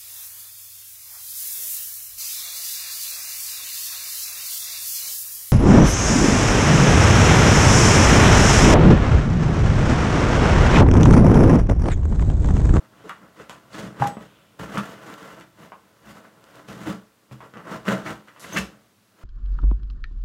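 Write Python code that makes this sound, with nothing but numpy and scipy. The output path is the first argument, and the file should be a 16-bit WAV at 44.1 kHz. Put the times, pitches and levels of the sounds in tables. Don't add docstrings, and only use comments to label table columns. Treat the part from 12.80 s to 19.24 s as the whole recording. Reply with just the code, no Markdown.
import sys
import numpy as np
from scipy import signal
from scipy.fft import rfft, irfft, next_fast_len
from scipy.io import wavfile
from scipy.ndimage import map_coordinates

SR = 44100
rng = np.random.default_rng(int(sys.argv[2]) if len(sys.argv) > 2 else 0)


def int16_out(signal):
    q = np.round(np.clip(np.atleast_2d(signal).T, -1, 1) * 32767)
    wavfile.write(sys.argv[1], SR, q.astype(np.int16))


N = 283903


def cutting(flex_db=-2.0, rasp_db=-11, scrape_db=-13, flute_db=1.34):
    # (time [s], top fizz relative to scraping [dB])
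    fizz_levels = [(1.05, -12), (1.3, -9), (3.4, -6), (4.1, -8.5), (5.8, -10.5)]
    bite = amp(np.interp(np.arange(N) / SR, *np.transpose(fizz_levels)))
    flex, tear, rasp, scrape = stroke_gains()
    flutes = unit(amp(flute_db * wobble(130)))
    tearing = flutes * fibres(rate=3000, spread_db=1.5, rub=0.6)
    scraping = amp(scrape_db) * scrape * flutes * fibres(rate=4000, spread_db=1.0, rub=0.88)
    paths = [(amp(flex_db) * flex * tearing, cardboard(29, 300)),
             (tear * tearing, cardboard(300, 2230)),
             (amp(rasp_db) * rasp * tearing, cardboard(1880, 3900)),
             (scraping, cardboard(3150, 10000)),
             (bite * scraping, cardboard(11400, 20000))]
    return sum(signal.fftconvolve(drive, response)[:N] for drive, response in paths)


def stroke_gains(swing_db=21, release_s=0.081, rasp_share=0.69):
    # (time of full force [s], build-up [s], hold [s], force [dB],
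    # extra wall flexing [dB], extra edge scraping [dB])
    strokes = [ (0.252, .04, 0.047, -49.5, -1, 1), (0.422, 0.071, 0.022, -51, 0.5, -6),
               (0.596, 0.093, 0.022, -46, -2.5, 2.5), (0.692, 0.011, 0.069, -49.5, 0, 2),
               (0.94, .04, 0.011, -43, 1, 7.5), (0.988, 0.07, 0.018, -36.5, 0.5, 4.5),
               (1.043, 0.06, 0.031, -44, 9, 3.5), (1.222, 0.076, 0.04, -33, 4, -0.5),
               (1.415, .04, 0.019, -49, 2.5, 4.5), (1.796, 0.011, 0.044, -37, 0, 1.5),
               (1.95, 0.11, 0.031, -33, 1, 0.5), (2.028, 0.061, 0.098, -43.5, -0.5, 4),
               (2.263, 0.23, 0.061, -42, -4, 1.5), (2.39, 0.11, 0.14, -44.5, -6.5, 2),
               (2.583, 0.16, 0.017, -46.5, -0.5, -2), (2.812, 0.082, 0.041, -48, 0, 2.5),
               (3.293, .1, .015, -46.5, 4, 5), (3.354, .05, .03, -49, -5, 2.5),
               (3.445, 0.044, .02, -50, -8, -2), (3.752, 0.22, 0.052, -49.5, -10, 2),
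               (3.884, 0.019, 0.058, -45.5, 5.5, 4.5), (4.027, 0.18, 0.094, -44, 3.5, 4.5),
               (4.087, 0.096, 0.0065, -34, 3.5, 2), (4.518, 0.0089, 0.0078, -53, 12, 9),
               (4.61, 0.018, 0.044, -48.5, -4, -3.5), (4.771, 0.048, 0.025, -44.5, 1, -13),
               (4.858, 0.036, .03, -42, -4, -6), (4.916, 0.081, 0.03, -34.5, 0.5, -0.5),
               (5.08, 0.036, 0.046, -28.5, -2, 1.5), (5.17, .05, 0.033, -39.5, 0, -1),
               (5.266, 0.043, 0.034, -33, 1, 2), (5.478, 0.046, 0.01, -52.5, -16, 1),
               (5.65, 0.1, 0.12, -44.5, -1, 8), (5.773, 0.074, 0.0087, -30, 3, 6),
               (6.393, .06, .04, -55.5, -9, 2)]
    # (time [s], level [dB])
    rubbing = [(0, -50), (0.08, -62), (0.2, -53.5), (0.53, -61.5), (0.85, -58), (1.45, -57.5), (1.72, -63),
               (2.5, -61), (2.72, -66), (3.15, -62), (3.7, -59), (4.2, -59.5), (4.35, -70), (4.7, -62),
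               (5.4, -58), (5.53, -66), (5.88, -54), (6.1, -71.5)]
    t = np.arange(N) / SR
    power = np.tile(amp(np.interp(t, *np.transpose(rubbing))) ** 2, (4, 1))
    for s, attack, hold, db, wall_db, edge_db in strokes:
        near = slice(*np.searchsorted(t, [s - 2 * attack, s + hold + 1]))
        slack = np.maximum(s - t[near], 0) / attack + np.maximum(t[near] - s - hold, 0) / release_s
        shares = amp([wall_db, 0, rasp_share * edge_db, edge_db])
        power[:, near] += np.outer(shares, amp(db - swing_db * slack)) ** 2
    return np.sqrt(power)


def fibres(rate, spread_db, rub):
    breaks = (rng.random(N) < rate / SR) * rng.standard_normal(N)
    sizes = amp(spread_db * np.minimum(rng.exponential(size=N), 4))
    return unit(unit(breaks * sizes) + rub * rng.standard_normal(N))


def cardboard(lo_hz, hi_hz, extra=(), size=8192):
    # (frequency [Hz], level [dB])
    colour = [(25, -53), (45, -44), (62, -11.5), (95, -12.5), (180, -1.5), (260, -7), (600, -5.5),
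              (850, -6.5), (1350, -7), (2000, -14), (4200, -30), (7000, -31), (11000, -40), (15800, -47)]
    # (frequency [Hz], width [Hz], lift [dB])
    resonances = [(68.4, 22, 5.5), (128.5, 16, 9.5), (163, 15, 2.5), (188, 18.7, 5.5), (211.2, 14, 7.5),
                  (327, 47, 5), (381, 36, -4), (436, 32, 4.5), (568, 89, 4.5), (639, 8.6, 8.5),
                  (770, 710, -2), (1009, 31, 6), (1147, 35, 5), (1290, 45, 1), (1368, 34, 6), (1509, 33, 3),
                  (1730, 40, 0), (2030, 170, 3.5), (2200, 190, -1.5), (2660, 53, 2), (2910, 320, 4),
                  (3530, 390, 0.5)]
    hz = np.fft.rfftfreq(size, 1 / SR) + 1
    peaks_db = sum(lift / (1 + (2 * (hz - f) / width) ** 2) for f, width, lift in [*resonances, *extra])
    band = ((1 + (lo_hz / hz) ** 10) * (1 + (hz / hi_hz) ** 10)) ** -.5
    gain = amp(along(colour, hz) + peaks_db) * band
    cepstrum = irfft(np.log(np.maximum(gain, 1e-6)))
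    cepstrum[size // 2:] = 0
    response = irfft(np.exp(rfft(2 * cepstrum)))
    return response / np.linalg.norm(response)


def snaps(pop_db=13, thump_db=21, crack_db=19, crumble_t60=0.058):
    # (time [s], pop [dB], wall thump [dB], edge crack [dB], pitch [Hz],
    # crumble relative to the first break [ratio])
    breaks = [(0.295, -16, -66, -41.5, 1460, 1.6), (0.599, -30, -39, -55, 1360, 1.3),
              (0.696, -24.5, -40, -35.5, 1020, 0.62), (1.200, -23, -26, -44, 1430, 1.5),
              (1.213, -30, -41, -49, 950, 1.3), (1.221, -22, -42, -46, 930, 1.5),
              (1.269, -38, -45, -36, 1460, 1.4), (1.369, -27.5, -27.5, -65, 930, 0.87),
              (1.973, -10, -39.5, -53, 1250, 0.76), (1.978, -32, -31, -30.5, 1340, 1),
              (2.334, -34, -42, -50, 1340, .8), (2.61, -30, -53, -46.5, 1500, 1),
              (2.92, -24.5, -41.5, -64, 1080, 2), (3.886, -29, -33.5, -41.5, 1140, 1.5),
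              (4.512, -33, -41, -68, 1160, 1.3), (4.605, -28, -54, -57, 1160, 2),
              (4.738, -30.5, -37.5, -53, 1520, 1.5), (4.772, -29.5, -40, -49, 1140, .9),
              (4.937, -26, -38, -55, 1330, .8), (5.054, -27, -42, -43.5, 1180, 0.91),
              (5.081, -10, -16.5, -36, 1960, 1.2), (5.086, -36, -13, -38, 1760, 1.3),
              (5.119, -21, -17.5, -43, 1540, 0.92), (5.263, -19.5, -41, -49, 2140, 1.3),
              (5.484, -32.5, -65, -53, 1840, 1.3), (5.562, -31, -63, -76, 1170, 1),
              (5.772, -26, -30, -22, 1730, 1), (5.788, -28, -36, -33, 1840, 1.3)]
    out, t = np.zeros(N), seconds(.2)
    wall, edge = cardboard(42, 610), cardboard(3200, 20000)
    for s, db, wall_db, edge_db, hz, crumble in breaks:
        burst = rng.standard_normal(len(t)) * rng.exponential(size=len(t)) * amp(-60 * t / crumble_t60)
        burst *= crumble / np.linalg.norm(burst)
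        burst[0] = 1
        patch = cardboard(0.59 * hz, 3800, extra=[(hz, 0.26 * hz, 7), (2.23 * hz, 1.1 * hz, 4)])
        response = amp(db + pop_db) * patch + amp(edge_db + crack_db) * edge
        add(out, s, signal.fftconvolve(burst / np.linalg.norm(burst), response))
        add(out, s, amp(wall_db + thump_db) * wall)
    return out


def booms(level_db=-1, grit=0.091):
    # (time [s], pitch [Hz], level [dB], swell [s], time to fade by 60 dB [s])
    wall_notes = [(1.034, 186.6, -28.5, 0.0032, 0.32), (1.206, 134, -16, 0.0024, 0.24),
                  (1.368, 216, -30.5, .002, 0.25), (1.973, 201.4, -18, 0.0022, 0.2),
                  (1.976, 134, -29.5, .003, 0.17), (4.071, 309, -8.5, 0.016, 0.1),
                  (4.088, 185, -18, 0.007, 0.15), (4.513, 126.4, -33, 0.0032, 0.29),
                  (5.080, 205.3, -25, 0.0099, 0.39), (5.122, 188.7, -21, 0.005, 0.27),
                  (5.784, 190, -17, 0.0054, 0.2), (5.784, 64.6, -31, 0.0096, 0.29)]
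    out, t = np.zeros(N), seconds(.5)
    for s, hz, db, swell, t60 in wall_notes:
        add(out, s, amp(db + level_db) * ring([(hz, 0, t60)], t, attack=swell))
    return out * (1 + grit * wobble(90))


def knock(level_db=-1.0, grit=.3):
    # (time [s], level [dB])
    hits = [(1.2212, -12.5), (1.2286, -18.5)]
    # (pitch [Hz], level [dB], time to fade by 60 dB [s])
    hollow_notes = [(813, -3, 0.18), (854, 4, 0.032), (926, -6.5, 0.11), (1032, -11, .16),
                    (1188, -16.5, .17), (1423, -12.5, 0.16), (1578, -9, 0.055), (1810, -15.5, 0.063)]
    out, t = np.zeros(N), seconds(0.56)
    for s, db in hits:
        add(out, s, amp(db + level_db) * ring(hollow_notes, t, attack=0.00085))
    return out * (1 + grit * wobble(200))


def blade(click_db=4, click_t60=0.0054, favour_db=55):
    # (time [s], level [dB], relative ring [dB], favoured pitch [Hz])
    contacts = [(0.2935, -37, -39, 12500), (0.999, -40, -27, 8000), (1.274, -30, -10.5, 8500),
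                (2.340, -38.5, -35, 9300), (2.600, -46, -34, 8000), (3.641, -50, -30, 7500),
                (3.756, -47, -28, 9300), (5.087, -27.5, -26, 9300), (5.787, -24, -13, 14000)]
    # (pitch [Hz], level [dB], time to fade by 60 dB [s])
    steel_notes = [(7550, -21, .22), (7990, -5.5, 0.3), (9350, -9, .15), (10700, 1, .17), (12520, -10, .3)]
    out, t = np.zeros(N), seconds(0.59)
    edge = cardboard(3030, 17000, extra=[(12500, 4600, 4.9)])
    for s, db, ring_db, favoured_hz in contacts:
        burst = rng.standard_normal(len(t)) * amp(-60 * t / click_t60)
        click = signal.fftconvolve(burst, edge)[:len(t)]
        notes = [(hz, level - favour_db * abs(np.log(hz / favoured_hz)), t60)
                 for hz, level, t60 in steel_notes]
        add(out, s, amp(db) * (amp(click_db) * click + amp(ring_db) * ring(notes, t, attack=.0003)))
    return out


def creaks(unevenness=0.13):
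    # (time [s], length [s], first rate [1/s], last rate [1/s], level [dB], pitch [Hz])
    slip_runs = [(0.235, 0.045, 526, 267, -45, 437), (0.59, 0.03, 560, 350, -45, 530),
                 (5.637, 0.019, 580, 600, -42.5, 2600), (5.755, 0.036, 690, 460, -24, 2330)]
    out = np.zeros(N)
    for s, length, first_rate, last_rate, db, hz in slip_runs:
        count = len(seconds(length))
        rate = np.linspace(first_rate, last_rate, count) * np.exp(unevenness * wobble(700)[:count])
        slips_so_far = np.floor(np.cumsum(rate) / SR)
        slips = np.diff(slips_so_far, prepend=0) * np.hanning(count)
        add(out, s, amp(db) * signal.fftconvolve(unit(slips), cardboard(0.63 * hz, 1.37 * hz)))
    return out


def chatter(start=5.597, length=0.047, first_rate=190, last_rate=420, level_db=-24):
    out, t = np.zeros(N), seconds(length)
    slips_so_far = np.floor(np.cumsum(np.linspace(first_rate, last_rate, len(t))) / SR)
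    slips = np.diff(slips_so_far, prepend=-1) * amp(rng.normal(0, 0.86, len(t)) - 5 * t / length)
    liner = cardboard(4300, 16000, extra=[(11200, 3200, 12.0)])
    add(out, start, amp(level_db) * signal.fftconvolve(slips, liner))
    return out


def squeaks(octave_db=-12):
    # (time [s], length [s], first pitch [Hz], last pitch [Hz], level [dB])
    glides = [(0.924, .020, 3730, 5400, -46.5), (5.727, 0.0144, 5830, 6850, -29.5),
              (5.757, .03, 2500, 2790, -28)]
    out = np.zeros(N)
    for s, length, from_hz, to_hz, db in glides:
        count = len(seconds(length))
        phase = 2 * np.pi * np.cumsum(np.linspace(from_hz, to_hz, count)) / SR
        add(out, s, amp(db) * np.hanning(count) * (np.sin(phase) + amp(octave_db) * np.sin(2 * phase)))
    return out


def sleeve(centre_hz=2900, octaves=0.33):
    # (time [s], rough half length [s], level [dB])
    swings = [(0.225, 0.077, -68), (1.53, .17, -64)]
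    t = np.arange(N) / SR
    speed = sum(amp(db) * np.exp(-.5 * ((t - s) / half) ** 2) for s, half, db in swings)
    threads = fibres(rate=4000, spread_db=0.5, rub=.8)
    swish = filtered(threads, lambda hz: np.exp(-.5 * (np.log2((hz + 1) / centre_hz) / octaves) ** 2))
    return speed * unit(swish)


def room(x, wet_db, bass_hz=300, gap_s=.004):
    # (frequency [Hz], time to fade by 60 dB [s])
    fade_times = [(100, 0.25), (400, 0.39), (1500, 0.24), (4000, 0.28), (12000, 0.22)]
    hz, t, noise = signal.stft(rng.standard_normal(SR // 2), SR, nperseg=256)
    tail = signal.istft(noise * amp(-60 * t / along(fade_times, hz)[:, None]), SR, nperseg=256)[1]
    tail = np.pad(tail / np.linalg.norm(tail), (int(gap_s * SR), 0))
    echo = filtered(signal.fftconvolve(x, tail)[:N], lambda f: f / np.hypot(f, bass_hz))
    return (x + amp(wet_db) * echo) / np.hypot(1, amp(wet_db))


def room_tone(level_db=-62.5):
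    # (frequency [Hz], level [dB])
    colour = [(15, -57), (25, -26), (80, -21.5), (96, -0.5), (113, 3), (144, -21), (194, 0.5), (307, -8),
              (769, -14), (1470, -15), (4450, -18.5), (5670, -20), (15800, -24.5)]
    return amp(level_db) * unit(filtered(rng.standard_normal(N), lambda hz: amp(along(colour, hz))))


def ring(notes, t, attack):
    tones = sum(amp(db - 60 * t / t60) * np.sin(2 * np.pi * hz * t) for hz, db, t60 in notes)
    return tones * (1 - np.exp(-t / attack))


def amp(db):
    return 10 ** (np.asarray(db) / 20)


def unit(x):
    return x / np.sqrt(np.mean(x ** 2) + 1e-20)


def along(points, hz):
    freqs, values = np.transpose(points)
    return np.interp(np.log(hz + 1), np.log(freqs), values)


def wobble(rate):
    return map_coordinates(rng.standard_normal(int(N * rate / SR) + 4), [np.arange(N) * rate / SR])


def seconds(length):
    return np.arange(int(length * SR)) / SR


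def add(track, s, sound):
    part = track[max(round(s * SR), 0):][:len(sound)]
    part += sound[:len(part)]


def filtered(x, gain):
    size = next_fast_len(N + SR // 2)
    return irfft(rfft(x, size) * gain(np.fft.rfftfreq(size, 1 / SR)), size)[:N]


def scene():
    background = room_tone()
    strokes = room(cutting() + sleeve(), wet_db=-7.5)
    blows = room(snaps() + chatter() + squeaks(), wet_db=-0.5)
    ringing = room(knock() + booms() + blade() + creaks(), wet_db=-11)
    return (strokes + blows + ringing + background)[None]


def record(dry, low_hz=42, top_hz=15830):
    return filtered(dry[0], lambda hz: (hz < top_hz) / np.hypot(1, (low_hz / (hz + 1)) ** 5))[None]


dry = scene()
out = record(dry)
int16_out(out)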